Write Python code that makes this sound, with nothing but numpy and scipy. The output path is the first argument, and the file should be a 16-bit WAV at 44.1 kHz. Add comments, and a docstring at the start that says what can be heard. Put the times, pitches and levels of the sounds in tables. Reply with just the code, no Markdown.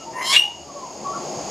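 """A garden deck: insects hiss over a low rush and a faint drone. An earlier whistle dies away and far
birds pipe short fluty notes. At 0.13 s a young butcherbird begs close by: the two sides of its syrinx
clash in a rasp that swells into a screech as the beak opens. Near 0.37 s it snaps into a warbling,
fading whistle. The far birds pipe on, rush and insects grow, and a soft bump lands at 1.38 s."""
import sys
import numpy as np
from scipy import signal
from scipy.fft import rfft, irfft
from scipy.io import wavfile
from scipy.ndimage import uniform_filter1d

SR = 44100
rng = np.random.default_rng(int(sys.argv[2]) if len(sys.argv) > 2 else 0)


def wav_record(signal):
    """Record a signal, one row per channel, as 16-bit PCM in the file named by sys.argv[1]."""
    frames = np.transpose(np.atleast_2d(signal))
    bounded = np.clip(frames, -1, 1)
    # unit amplitude maps onto the largest positive 16-bit level
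    quanta = np.round(bounded * 32767).astype(np.int16)
    wavfile.write(sys.argv[1], SR, quanta)


N = 66150
TIME = np.arange(N) / SR


def from_db(db):
    """Decibels to gain."""
    return 10 ** (np.asarray(db) / 20)


def unit_rms(x):
    """Scale to unit power."""
    return x / np.sqrt(np.mean(x ** 2) + 1e-20)


def automation(rows):
    """One curve per value column, ramping between the times in the first column."""
    times, *columns = np.transpose(rows)
    return [np.interp(TIME, times, column) for column in columns]


def gate(rows):
    """Open between a table's first and last time."""
    return (TIME > rows[0][0]) & (TIME < rows[-1][0])


def phase_of(hz):
    """Running phase of an oscillator that follows a pitch curve."""
    return 2 * np.pi * np.cumsum(hz) / SR


def equalise(x, curve):
    """Filter by a curve of f/Hz, level/dB."""
    hz, db = np.transpose(curve)
    bins_hz = np.maximum(np.arange(N + 1) * SR / (2 * N), 1)
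    gain = from_db(np.interp(np.log(bins_hz), np.log(hz), db))
    return irfft(rfft(x, 2 * N) * gain)[..., :N]


def drift(hz):
    """Smooth random modulation at unit power, rolling off above hz."""
    pole = np.exp(-2 * np.pi * hz / SR)
    smooth = signal.lfilter([1], [1, -2 * pole, pole * pole], rng.standard_normal(2 * N))
    return unit_rms(smooth[N:])


def wide_noise(spectrum):
    """Coloured stereo noise arriving from a wide angle."""
    # Stereo width, side against mid: f/Hz, level/dB
    width = [(30, -5), (80, -32.5), (140, -25), (300, -11), (700, -23.5), (1200, -22), (2500, -8),
             (5000, -14), (6600, -16), (9000, -10), (13000, 2)]
    mid, side = (unit_rms(equalise(rng.standard_normal(N), spectrum)) for _ in range(2))
    return mid + equalise(side, width) * [[1], [-1]]


def drone():
    """A faint, steady band of noise near 79 Hz."""
    spectrum = [(20, -42), (60, -27), (79, 12), (104, -6), (200, -45), (1000, -100)]  # f/Hz, level/dB
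    return from_db(-61.5) * wide_noise(spectrum)


def distant_rush():
    """A low rush that dips, slowly grows, and arrives a second time off the roof."""
    # Tone of the rush: f/Hz, level/dB
    spectrum = [(25, -53), (50, -30), (100, -17.5), (140, -5.5), (270, -5.5), (357, -2.5), (445, -6.5),
                (660, -1.5), (780, -2), (910, -7.5), (1050, -8.5), (1360, -25.5), (2000, -36), (4400, -86)]
    # Its swell: t/s, level/dB
    swell = [(0, -42), (.2, -36.5), (.5, -45), (.65, -42.5), (.9, -40), (1.05, -35.5), (1.25, -32),
             (1.5, -31.5)]
    roof_delay_s = .01424
    rush = wide_noise(spectrum)
    roof_echo = 0.3 * np.roll(rush, int(roof_delay_s * SR), axis=1)
    return (rush + roof_echo) * from_db(automation(swell)[0])


def distant_bump(at_s=1.38, width_s=0.02):
    """A soft, far-off bump: a brief swell of low noise."""
    # Tone of the bump: f/Hz, level/dB
    spectrum = [(20, -45), (50, -25), (110, 2), (150, 11), (210, -5), (400, -25), (2000, -90)]
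    envelope = np.exp(-((TIME - at_s) / width_s) ** 2)
    return wide_noise(spectrum) * from_db(-39) * envelope


def insects():
    """A chorus blurred into a bright, lightly throbbing hiss."""
    # Tone of the chorus: f/Hz, level/dB
    spectrum = [(760, -15), (1300, -10.5), (1380, -11), (1420, -15), (1550, -16), (2380, -12.5),
                (2800, -13), (3030, -13), (3580, -16.5), (4080, -16), (4330, -10.5), (4830, -5.5),
                (5890, -11), (6070, -14.5), (6380, -1.5), (6580, 1), (6770, -0.5), (7120, -10.5),
                (7790, -18.5), (9880, -29.5), (12100, -31.5), (14000, -47)]
    # Its swell: t/s, level/dB
    swell = [(0, -43), (.55, -46), (.8, -43), (1.05, -40.5), (1.25, -37), (1.5, -35.5)]
    hiss = wide_noise(spectrum)
    throb_db = 0.45 * drift(44.6)
    return hiss * from_db(automation(swell)[0] + throb_db)


def background_notes():
    """The fading tail of an earlier whistle, then far birds' soft fluty notes; each is a short glide."""
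    # Whistle tail first, then the far birds: t/s, length/s, start f/Hz, end f/Hz, level/dB
    notes = [(-.02, 0.071, 2820, 2800, -47.5), (0, 0.04, 1354, 1240, -45.5),
             (0.057, 0.064, 930, 894.6, -35), (0.147, 0.067, 1030, 994, -31.5),
             (0.402, 0.086, 860, 823, -37.5), (0.466, .08, 928, 905, -43.5), (.665, 0.072, 1170, 1065, -44),
             (0.729, 0.056, 612.5, 558.5, -41), (0.757, 0.052, 1136, 1091, -37.5),
             (0.809, 0.072, 1027, 984, -34.5), (0.847, 0.049, 960, 904, -40.5),
             (1.039, 0.085, 1124, 1129, -27.5), (1.121, 0.063, 1333, 1347, -36.5),
             (1.15, 0.036, 1127, 1117, -31)]
    waver = 1 + 0.0181 * drift(77)
    song = np.zeros(N)
    for onset, length, start_hz, end_hz, db in notes:
        progress = np.clip((TIME - onset) / length, 0, 1)
        hz = (start_hz + (end_hz - start_hz) * progress) * waver
        song += np.sqrt(2) * from_db(db) * np.sin(np.pi * progress) * np.sin(phase_of(hz))
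    flicker_db = 2 * drift(55)
    return song * from_db(flicker_db)


def deck_reverb(x, t60_s=0.34, predelay_s=0.0046, damping_hz=5300):
    """A dull, nearly mono tail of reflections from roof, boards and fence."""
    tails = rng.standard_normal((2, N)) * from_db(-60 * TIME / t60_s) * (TIME > predelay_s)
    tails = signal.lfilter([1], [1, -np.exp(-2 * np.pi * damping_hz / SR)], tails)
    mid, side = (signal.fftconvolve(x, tail / np.sqrt(2 * np.sum(tail ** 2)))[:N] for tail in tails)
    return mid + from_db(-30) * side * [[1], [-1]]


def early_echoes(x):
    """Single reflections from the hard surfaces near the perch."""
    # Off the barbecue lid, rail, posts and roof: delay/s, gain
    taps = [(.00179, .3), (.00317, .15), (.00644, .12), (.00823, .13), (.01125, .14), (.01578, .11),
            (.02624, .1)]
    return sum(gain * np.interp(TIME - delay_s, TIME, x, left=0) for delay_s, gain in taps)


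def perch_scatter(x, gain=0.47):
    """Very short reflections around the perch smear the pulses without colouring them."""
    omega = 2 * np.pi * np.arange(N + 1) * SR / (2 * N)
    spectrum = rfft(x, 2 * N)
    for delay_s in (.00047, .00083, .0013):
        delay = np.exp(-1j * omega * delay_s)
        spectrum = spectrum * (delay - gain) / (1 - gain * delay)  # all-pass
    return irfft(spectrum)[:N]


def beak_squeak(bandwidth_hz=450):
    """A thin squeak of air in a high, rising resonance at the opening beak."""
    # Path of the resonance: t/s, centre f/Hz, level/dB
    sweep = [(.135, 9100, -75), (.16, 9260, -57), (.21, 10100, -46), (.25, 10600, -54), (.28, 10500, -74)]
    hz, db = automation(sweep)
    phase = phase_of(hz)
    air = drift(bandwidth_hz) * np.sin(phase) + drift(bandwidth_hz) * np.cos(phase)
    return air * from_db(db) * gate(sweep)


def flickering_overtone(phase, depth=1.31, rate_hz=90):
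    """An overtone whose strength and phase wander, with the power of a unit sine."""
    in_phase = np.sin(phase) * (1 + depth * drift(rate_hz))
    quadrature = np.cos(phase) * depth * drift(rate_hz)
    return unit_rms(in_phase + quadrature) / np.sqrt(2)


def whistle(beat_jitter_hz=15.2, overtone_fade_db_per_s=26):
    """A note that warbles as close tones beat against it, and grows purer as it fades."""
    # The main tone: t/s, f/Hz, level/dB
    contour = [(.352, 2742, -34), (.367, 2820, -16), (.381, 2848, -18), (.398, 2850, -18.5),
               (.42, 2845, -24.5), (.45, 2868, -31), (.465, 2868, -35), (.52, 2870, -47), (.64, 2864, -58)]
    # Tones beating against it: offset f/Hz, relative level/dB, beat peak t/s
    warble = [(-63, -6.5, .381), (57, -1.5, .394), (121, -13.5, .381)]
    # Overtones at the onset: harmonic number, relative level/dB
    harmonics = [(2, -14), (3, -20.5), (4, -24)]
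    hz, db = automation(contour)
    phase = phase_of(hz * (1 + 0.0033 * drift(126)))
    tone = np.sin(phase)
    for offset_hz, level, peak_s in warble:
        beat = phase_of(offset_hz + beat_jitter_hz * drift(46))
        tone += from_db(level) * np.sin(phase + beat - np.interp(peak_s, TIME, beat))
    overtones = sum(from_db(level) * flickering_overtone(k * phase) for k, level in harmonics)
    fade = from_db(-overtone_fade_db_per_s * np.maximum(TIME - contour[0][0], 0))
    return np.sqrt(2) * from_db(db) * gate(contour) * (tone + fade * overtones)


def syrinx_side(hz, roughness):
    """Jittered pulses with a puff of air noise in every cycle."""
    jitter = 0.1266 * roughness * drift(290)
    phase = phase_of(hz * (1 + jitter))
    pulses = unit_rms(sum(np.cos(k * phase) for k in range(1, 15)))
    air = unit_rms(rng.standard_normal(N) * (1 + np.cos(phase)))
    return pulses * (1 - roughness / 2) + 2 * roughness * air


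def rasp():
    """Two clashing voices roughen into a screech, through a throat that brightens as the beak opens."""
    # Both sides of the syrinx: t/s, upper f/Hz, lower f/Hz, lower side's relative level/dB
    pitches = [(.13, 977.6, 898, 2), (.17, 1002, 924, 18), (.205, 1020, 930.2, -14),
               (.25, 1034, 924.8, -4.5), (.30, 1068, 1012, -5.5), (.325, 1116, 1022, -9),
               (.345, 1222, 1080, 1), (.37, 1274, 1111, -2)]
    # How hard the bird pushes: t/s, level/dB, roughness (0-1)
    effort = [(.13, -45.5, 0.2), (.158, -36, 0.15), (.21, -26.5, 0.21), (.25, -26.5, 0.15),
              (.275, -22.5, 0.16), (.32, -20, .3), (.342, -15.5, 0.6), (.366, -16.5, 0.77),
              (.38, -27, 0.67), (.40, -48, 0)]
    # The beak's movement: t/s, opening (0 nearly shut, 1 half, 2 wide)
    beak = [(.212, 0.019), (.24, 0.41), (.275, 1.03), (.315, 1), (.348, 2.24)]
    # Throat resonances at those three openings: f/Hz, level/dB
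    throat_shut = [(300, -24), (700, 5), (1000, 2), (1400, -3), (1900, 1), (2300, 0.5), (3000, -18),
                   (4000, -36.5), (6500, -16), (8200, -55), (9900, -39), (11000, -32), (12200, -26),
                   (14000, -49)]
    throat_half = [(100, -28), (300, -17), (1000, -6), (1450, -8), (2100, -7.5), (2550, -13), (3150, 2),
                   (3650, -6), (4150, 0), (4700, -5.5), (5150, -1), (5550, -2.5), (5850, -14),
                   (6400, -11.5), (7400, -6), (8400, -19), (9800, -10.5), (11000, -22.5), (12200, -20),
                   (14000, -38)]
    throat_wide = [(100, -41), (300, -26), (1000, -12.5), (1400, -17), (2200, -0.5), (2900, 0), (3800, 1),
                   (4600, -11), (5800, -16), (7400, -9), (9000, -20), (10600, -21.5), (12400, -28),
                   (14000, -35)]
    upper_hz, lower_hz, lower_db = automation(pitches)
    db, roughness = automation(effort)
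    opening = automation(beak)[0]
    source = syrinx_side(upper_hz, roughness) + from_db(lower_db) * syrinx_side(lower_hz, roughness)
    voice = np.zeros(N)
    for position, throat in enumerate((throat_shut, throat_half, throat_wide)):
        crossfade = np.clip(1 - abs(opening - position), 0, 1)
        voice += crossfade * unit_rms(equalise(source, throat))
    voice = perch_scatter(voice)
    voice /= np.sqrt(uniform_filter1d(voice ** 2, size=260) + 1e-12)  # level out over 6 ms
    flutter_db = 1.5 * drift(142)
    return voice * from_db(db + flutter_db) * gate(effort)


def pan(db):
    """Stereo gains that put the left channel db above the right."""
    return from_db(np.array([[db], [-db]]) / 2)


def scene():
    """The begging call up front, the background notes deeper in the reverb, the garden bed behind."""
    call = rasp() + beak_squeak() + whistle()
    notes = background_notes()
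    call = call + from_db(1) * early_echoes(call) + from_db(-11) * deck_reverb(call)
    notes = notes + from_db(-4.5) * deck_reverb(notes)
    bed = (distant_rush() + distant_bump()) * pan(2) + insects() * pan(-0.15) + drone()
    return bed + notes * pan(1.5) + call * pan(1.06)


def record(dry, cutoff_hz=14200):
    """A steep low-pass takes off the very top."""
    return signal.sosfilt(signal.ellip(12, .1, 80, cutoff_hz, fs=SR, output="sos"), dry)


dry = scene()
out = record(dry)
wav_record(out)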